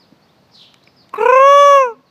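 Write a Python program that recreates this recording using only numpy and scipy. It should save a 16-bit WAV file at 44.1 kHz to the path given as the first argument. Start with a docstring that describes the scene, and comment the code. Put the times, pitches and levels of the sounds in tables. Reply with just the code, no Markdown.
"""An outdoor aviary, one microphone close to a peacock. He gives one loud call: four short croaks,
the first and last faint, a stuttering, raspy rise, then a clear held note that sags and fades, its
harmonics shaped by throat and beak. Farther off, small birds chirp faintly, with a dull tail from
sheds and trees. A soft bump and a few dry ticks sit over the quiet background."""
import sys
import numpy as np
from scipy import signal
from scipy.fft import rfft, irfft
from scipy.io import wavfile
from scipy.ndimage import uniform_filter1d, minimum_filter1d

SR = 44100
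rng = np.random.default_rng(int(sys.argv[2]) if len(sys.argv) > 2 else 0)


def wrap_up_sound(samples):
    """Save the sound to the file named by the first command line argument, as 16-bit audio."""
    columns = np.atleast_2d(samples).T
    # keep every value between -1 and 1, then stretch to whole-number steps
    tamed = np.clip(columns, -1, 1)
    steps = np.round(tamed * 32767).astype(np.int16)
    wavfile.write(sys.argv[1], SR, steps)


N = 92786
T = np.arange(N) / SR

# outdoor background: frequency_hz, density_db
BACKGROUND_SPECTRUM = [(25, -34), (45, -27), (70, -10), (120, -2), (180, 0), (260, -3), (400, -7),
                       (700, -7.5), (1100, -11), (1500, -15.5), (2100, -18), (3200, -21), (4600, -19.5),
                       (5600, -25), (7200, -34), (10000, -39), (15000, -34)]
# small birds: start_s, length_s, start_hz, end_hz, level_db
CHIRPS = [(-.015, .075, 5230, 2770, -52), (.215, .045, 4320, 5240, -57), (0.284, .035, 3400, 4500, -59),
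          (0.372, .03, 4200, 4730, -63), (.445, .025, 4200, 4700, -63), (0.826, .025, 3800, 5150, -51),
          (0.858, .045, 5180, 4220, -54), (.96, .095, 5100, 3000, -51), (0.989, .06, 4970, 3730, -57),
          (1.155, .04, 3920, 3400, -47), (1.214, .03, 4690, 3880, -49), (2.056, .05, 4507, 3495, -58)]
# a soft bump, then dry ticks: start_s, peak_db, centre_hz, width_hz, decay_s
TICKS = [(.122, -35, 175, 160, .006), (.742, -31.5, 2300, 2000, .0016), (.838, -46, 4800, 3500, .003),
         (.874, -37, 2070, 900, .002), (1.093, -39, 2000, 3200, .002)]
# one harsh falling chirp: time_s, pitch_hz, level_db
HARSH_CHIRP = [(.51, 5100, -66), (.538, 4900, -54), (.55, 4600, -45), (.585, 3900, -46.5),
               (.63, 3500, -43.5), (.66, 3400, -52), (.71, 3350, -64), (.76, 3350, -78)]
# hiss around it: frequency_hz, density_db
CHIRP_HISS = [(2000, -25), (3500, -3), (5200, 0), (6500, -7), (9000, -17), (15000, -22)]
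# croaks before the voice catches on: start_s, length_s, level_db, pitch_hz
CROAKS = [(1.129, 0.011, -36.5, 1030), (1.1375, .011, -18, 1065), (1.155, 0.016, -23.5, 1133),
          (1.172, 0.0095, -39, 1053)]
# noise in the croaks: frequency_hz, density_db
CROAK_SPECTRUM = [(60, -38), (180, -9), (600, -9), (1100, 0), (1700, -16), (2500, -11), (3300, -33),
                  (7000, -40), (9500, -37), (14000, -35)]
# the call's rise and sag: time_s, pitch_hz
CALL_PITCH = [(1.175, 418), (1.215, 462), (1.24, 467.9), (1.262, 495), (1.3, 503.6), (1.335, 519.5),
              (1.41, 539), (1.485, 560.4), (1.55, 568.6), (1.62, 570.5), (1.7, 567.5), (1.77, 554),
              (1.825, 525.3), (1.885, 467.4), (1.945, 420)]
# effort behind the call: time_s, gain_db
CALL_EFFORT = [(1.175, -41), (1.182, -22), (1.19, -14), (1.202, -14), (1.215, -7), (1.24, -11), (1.26, -4),
               (1.33, -2.5), (1.42, -1), (1.62, -.5), (1.77, -1.5), (1.82, -5.3), (1.85, -10.5),
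               (1.89, -18.5), (1.919, -25), (1.95, -45)]
# treble against the rest of the voice: time_s, gain_db
CALL_TREBLE = [(1.18, -23), (1.26, -17), (1.33, -10), (1.41, -10), (1.5, -2.5), (1.6, -1), (1.76, 0),
               (1.83, -7), (1.9, 0)]
# rasp against the voice: time_s, gain_db
HOARSENESS = [(1.17, -15), (1.21, -22), (1.27, -22), (1.33, -27), (1.4, -30), (1.47, -39), (1.6, -44),
              (1.8, -43), (1.93, -30)]
# catches in the rising voice: time_s, depth_db
CATCHES = [(1.197, 11), (1.208, 6), (1.224, 16), (1.252, 20.5), (1.281, 20), (1.318, 13.5), (1.353, 6),
           (1.391, 4)]
# throat and beak resonances: frequency_hz, gain_db
THROAT = [(400, 2.5), (570, 0), (850, -6), (950, -0.5), (1130, 2), (1300, -9), (1480, -8), (1600, -16),
          (1710, -16.5), (1850, -33), (2080, -18), (2280, -20), (2420, -14), (2630, -13), (2850, -22.5),
          (3100, -39), (3250, -29), (3400, -20), (3700, -27), (4000, -29), (4560, -36), (5130, -21),
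          (5700, -9.5), (6270, -8.5), (6840, -22), (7900, -30), (9100, -25), (9700, -29), (10400, -42),
          (11400, -29), (12500, -28), (13100, -38), (13700, -31), (15000, -48)]
# faint tones between the harmonics: frequency_hz, gain_db
UNDERTONES = [(235, -35), (290, -51), (850, -49), (1400, -45), (2000, -58), (2550, -43), (3100, -58)]
# hoarse noise: frequency_hz, density_db
RASP_SPECTRUM = [(25, -52), (90, -48), (200, -15), (330, -26), (480, -6), (750, -7), (1100, 4.5),
                 (1400, -4), (1800, -21), (2300, 1), (2700, -2), (3150, -33), (5200, -38), (7500, -24),
                 (10500, -35), (12500, -29), (15000, -40)]
# air through the open beak: frequency_hz, density_db
BEAK_AIR = [(100, -45), (500, -22), (2000, -12), (3400, -4), (4500, -16), (5600, -0.5), (6500, 2),
            (7500, -14), (10500, -22), (12500, -16), (15000, -23)]
# low hum as the call dies: time_s, pitch_hz, level_db
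HUM = [(1.8, 220, -72), (1.86, 231, -49), (1.93, 250, -47), (2.0, 260.7, -44), (2.04, 251, -68.5)]


def from_db(db):
    """Decibels to gain."""
    return 10 ** (np.asarray(db) / 20)


def unit_power(x):
    """Scale to an RMS of one."""
    return x / np.sqrt(np.mean(x ** 2) + 1e-20)


def in_time(rows):
    """Join the rows of a curve by straight lines."""
    times, *columns = np.transpose(rows)
    return [np.interp(T, times, column) for column in columns]


def during(rows):
    """Gate that is open for the length of a curve."""
    return uniform_filter1d(1. * ((T > rows[0][0]) & (T < rows[-1][0])), size=128)


def gain_at(spectrum, hz):
    """Read a spectrum as gain."""
    points_hz, db = np.transpose(spectrum)
    return from_db(np.interp(np.log(hz + 1e-9), np.log(points_hz), db))


def noise(spectrum):
    """Coloured noise of unit power."""
    colour = gain_at(spectrum, np.fft.rfftfreq(N, 1 / SR))
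    return unit_power(irfft(rfft(rng.standard_normal(N)) * colour, N))


def drift(hz):
    """Smooth random wander of unit spread."""
    pole = np.exp(-32 * np.pi * hz / SR)
    slow = signal.lfilter([1], [1, -2 * pole, pole ** 2], rng.standard_normal(N // 16 + 1002))[1000:]
    return np.interp(np.arange(N) / 16, np.arange(len(slow)), unit_power(slow))


def background():
    """Quiet, steady outdoor noise, mostly low."""
    return from_db(-54) * noise(BACKGROUND_SPECTRUM)


def small_birds(bend=1.8, warble=.03):
    """Faint warbling glides, some way from the microphone."""
    out = 0
    for start_s, length_s, start_hz, end_hz, db in CHIRPS:
        progress = np.clip((T - start_s) / length_s, 0, 1)
        hz = (start_hz + (end_hz - start_hz) * progress ** bend) * (1 + warble * drift(400))
        out += from_db(db) * np.sin(np.pi * progress ** .6) * np.sin(2 * np.pi * np.cumsum(hz) / SR)
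    return out


def yard(sound, t60_s=.52, cutoff_hz=4500):
    """Dull, diffuse tail from sheds and trees."""
    tail = rng.standard_normal(N) * from_db(-60 * T / t60_s) * (T > .012)
    tail = signal.sosfilt(signal.butter(1, cutoff_hz, fs=SR, output="sos"), tail)
    return signal.fftconvolve(sound, tail / np.sqrt(np.sum(tail ** 2)))[:N]


def bump_and_ticks():
    """Quickly dying noise bursts, each twice through one broad resonance."""
    out = 0
    for start_s, db, hz, width_hz, decay_s in TICKS:
        pole = np.exp(-np.pi * width_hz / SR)
        age = np.maximum(T - start_s, 0)
        ring = rng.standard_normal(N) * ((T > start_s) * np.exp(-age / decay_s) + 1e-12)
        for _ in range(2):
            ring = signal.lfilter([1, -1], [1, -2 * pole * np.cos(2 * np.pi * hz / SR), pole ** 2], ring)
        out += from_db(db) * ring / np.abs(ring).max()
    return out


def harsh_chirp(half_width_hz=560, hiss_db=-14):
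    """A distant chirp so rough that it is a falling band of noise."""
    hz, db = in_time(HARSH_CHIRP)
    phase = 2 * np.pi * np.cumsum(hz) / SR
    lowpass = signal.butter(3, half_width_hz, fs=SR, output="sos")
    rough = unit_power(signal.sosfilt(lowpass, rng.standard_normal((2, N))))
    band = rough[0] * np.cos(phase) + rough[1] * np.sin(phase)
    return during(HARSH_CHIRP) * from_db(db) * (band + from_db(hiss_db) * noise(CHIRP_HISS))


def croaks(attack_s=.0015, rasp_db=-7):
    """Short hoarse bursts that ring the peacock's main throat resonance."""
    out, rasp = 0, from_db(rasp_db) * noise(CROAK_SPECTRUM)
    for start_s, length_s, db, hz in CROAKS:
        age = np.maximum(T - start_s, 0)
        envelope = (1 - np.exp(-age / attack_s)) * np.exp(-(age / length_s) ** 4)
        out += from_db(db) * envelope * (np.sin(2 * np.pi * hz * age) + rasp)
    return out


def throat_tones(hz, phase, treble_db, on, shelf_hz=4700, fade_from_s=1.825, fade_db_per_s=150):
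    """Harmonics glide through fixed throat resonances, with faint undertones between them."""
    hz, phase, treble_db = hz[on], phase[on], treble_db[on]
    fade_db = fade_db_per_s * np.maximum(T[on] - fade_from_s, 0)  # overtones die first as the call sags
    tones = np.zeros(N)
    for k in range(1, 29):
        flicker_db = .9 * np.log(k) * drift(14)[on] * (k > 2)
        knee_db = 18 / (1 + (6.45 / k) ** 40)  # the source pulse is weak above the sixth harmonic
        shelf_db = treble_db / (1 + (shelf_hz / (k * hz)) ** 8)
        gain = gain_at(THROAT, k * hz) * from_db(flicker_db - knee_db - fade_db * (k > 3) + shelf_db)
        tones[on] += gain * np.cos(k * phase - k * k * np.pi / 8)
    for k in np.arange(6) + .5:
        gain = gain_at(UNDERTONES, k * hz) * from_db(3 * drift(9)[on])
        tones[on] += gain * np.cos(k * phase + drift(9)[on])
    return tones


def peacock_call(sag_per_db=.009, shimmer_db=.24):
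    """Throat tones, with rasp and beak air pulsing each cycle; every catch dips pitch and level."""
    (hz,), (effort_db,) = in_time(CALL_PITCH), in_time(CALL_EFFORT)
    (treble_db,), (hoarse_db,) = in_time(CALL_TREBLE), in_time(HOARSENESS)
    loss_db, hoarse, voiced = voice_catches(), from_db(hoarse_db), during(CALL_EFFORT)
    jitter = .0025 * drift(70) + .08 * hoarse * drift(250)
    hz = uniform_filter1d(hz, size=800) * (1 - sag_per_db * loss_db + jitter)
    phase = 2 * np.pi * np.cumsum(hz) / SR
    tones = throat_tones(hz, phase, treble_db, on=voiced > 1e-6) * from_db(-loss_db)
    pulsing = 1 + .4 * np.cos(phase)
    rasp = hoarse * noise(RASP_SPECTRUM) * pulsing * from_db(-.24 * loss_db)
    air = from_db(treble_db - 45) * noise(BEAK_AIR) * pulsing
    return voiced * from_db(effort_db + shimmer_db * drift(47)) * (tones + rasp + air)


def voice_catches(close_s=.0065, open_s=.0035):
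    """Loss in dB as the voice chokes and springs back."""
    return sum(depth_db * np.exp(-np.abs((T - time_s) / np.where(T < time_s, close_s, open_s)) ** 1.5)
               for time_s, depth_db in CATCHES)


def low_hum():
    """A faint rising tone with a weak octave under the end of the call."""
    hz, db = in_time(HUM)
    phase = 2 * np.pi * np.cumsum(hz) / SR
    return during(HUM) * from_db(db) * (np.sin(phase) + from_db(-11) * np.sin(2 * phase))


def scene():
    """At the microphone: the peacock close and nearly dry, the small birds with more of the yard."""
    peacock = peacock_call() + croaks()
    birds = small_birds() + harsh_chirp()
    tail = yard(from_db(-38) * peacock + from_db(-7) * birds)
    return (peacock + birds + tail + low_hum() + bump_and_ticks() + background())[None]


def record(dry, ceiling_db=-.1, release_db_per_s=9, cutoff_hz=16300):
    """A limiter holds the peaks of the call and lets go slowly; the top is cut."""
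    over_db = np.maximum(20 * np.log10(np.abs(dry[0]) + 1e-9) - ceiling_db, 0)
    release_db = release_db_per_s * T
    held_db = np.maximum.accumulate(over_db + release_db) - release_db
    gain_db = uniform_filter1d(minimum_filter1d(-held_db, size=129), size=129)
    lowpass = signal.cheby2(12, 70, cutoff_hz, fs=SR, output="sos")
    return signal.sosfilt(lowpass, dry * from_db(gain_db))


dry = scene()
out = record(dry)
wrap_up_sound(out)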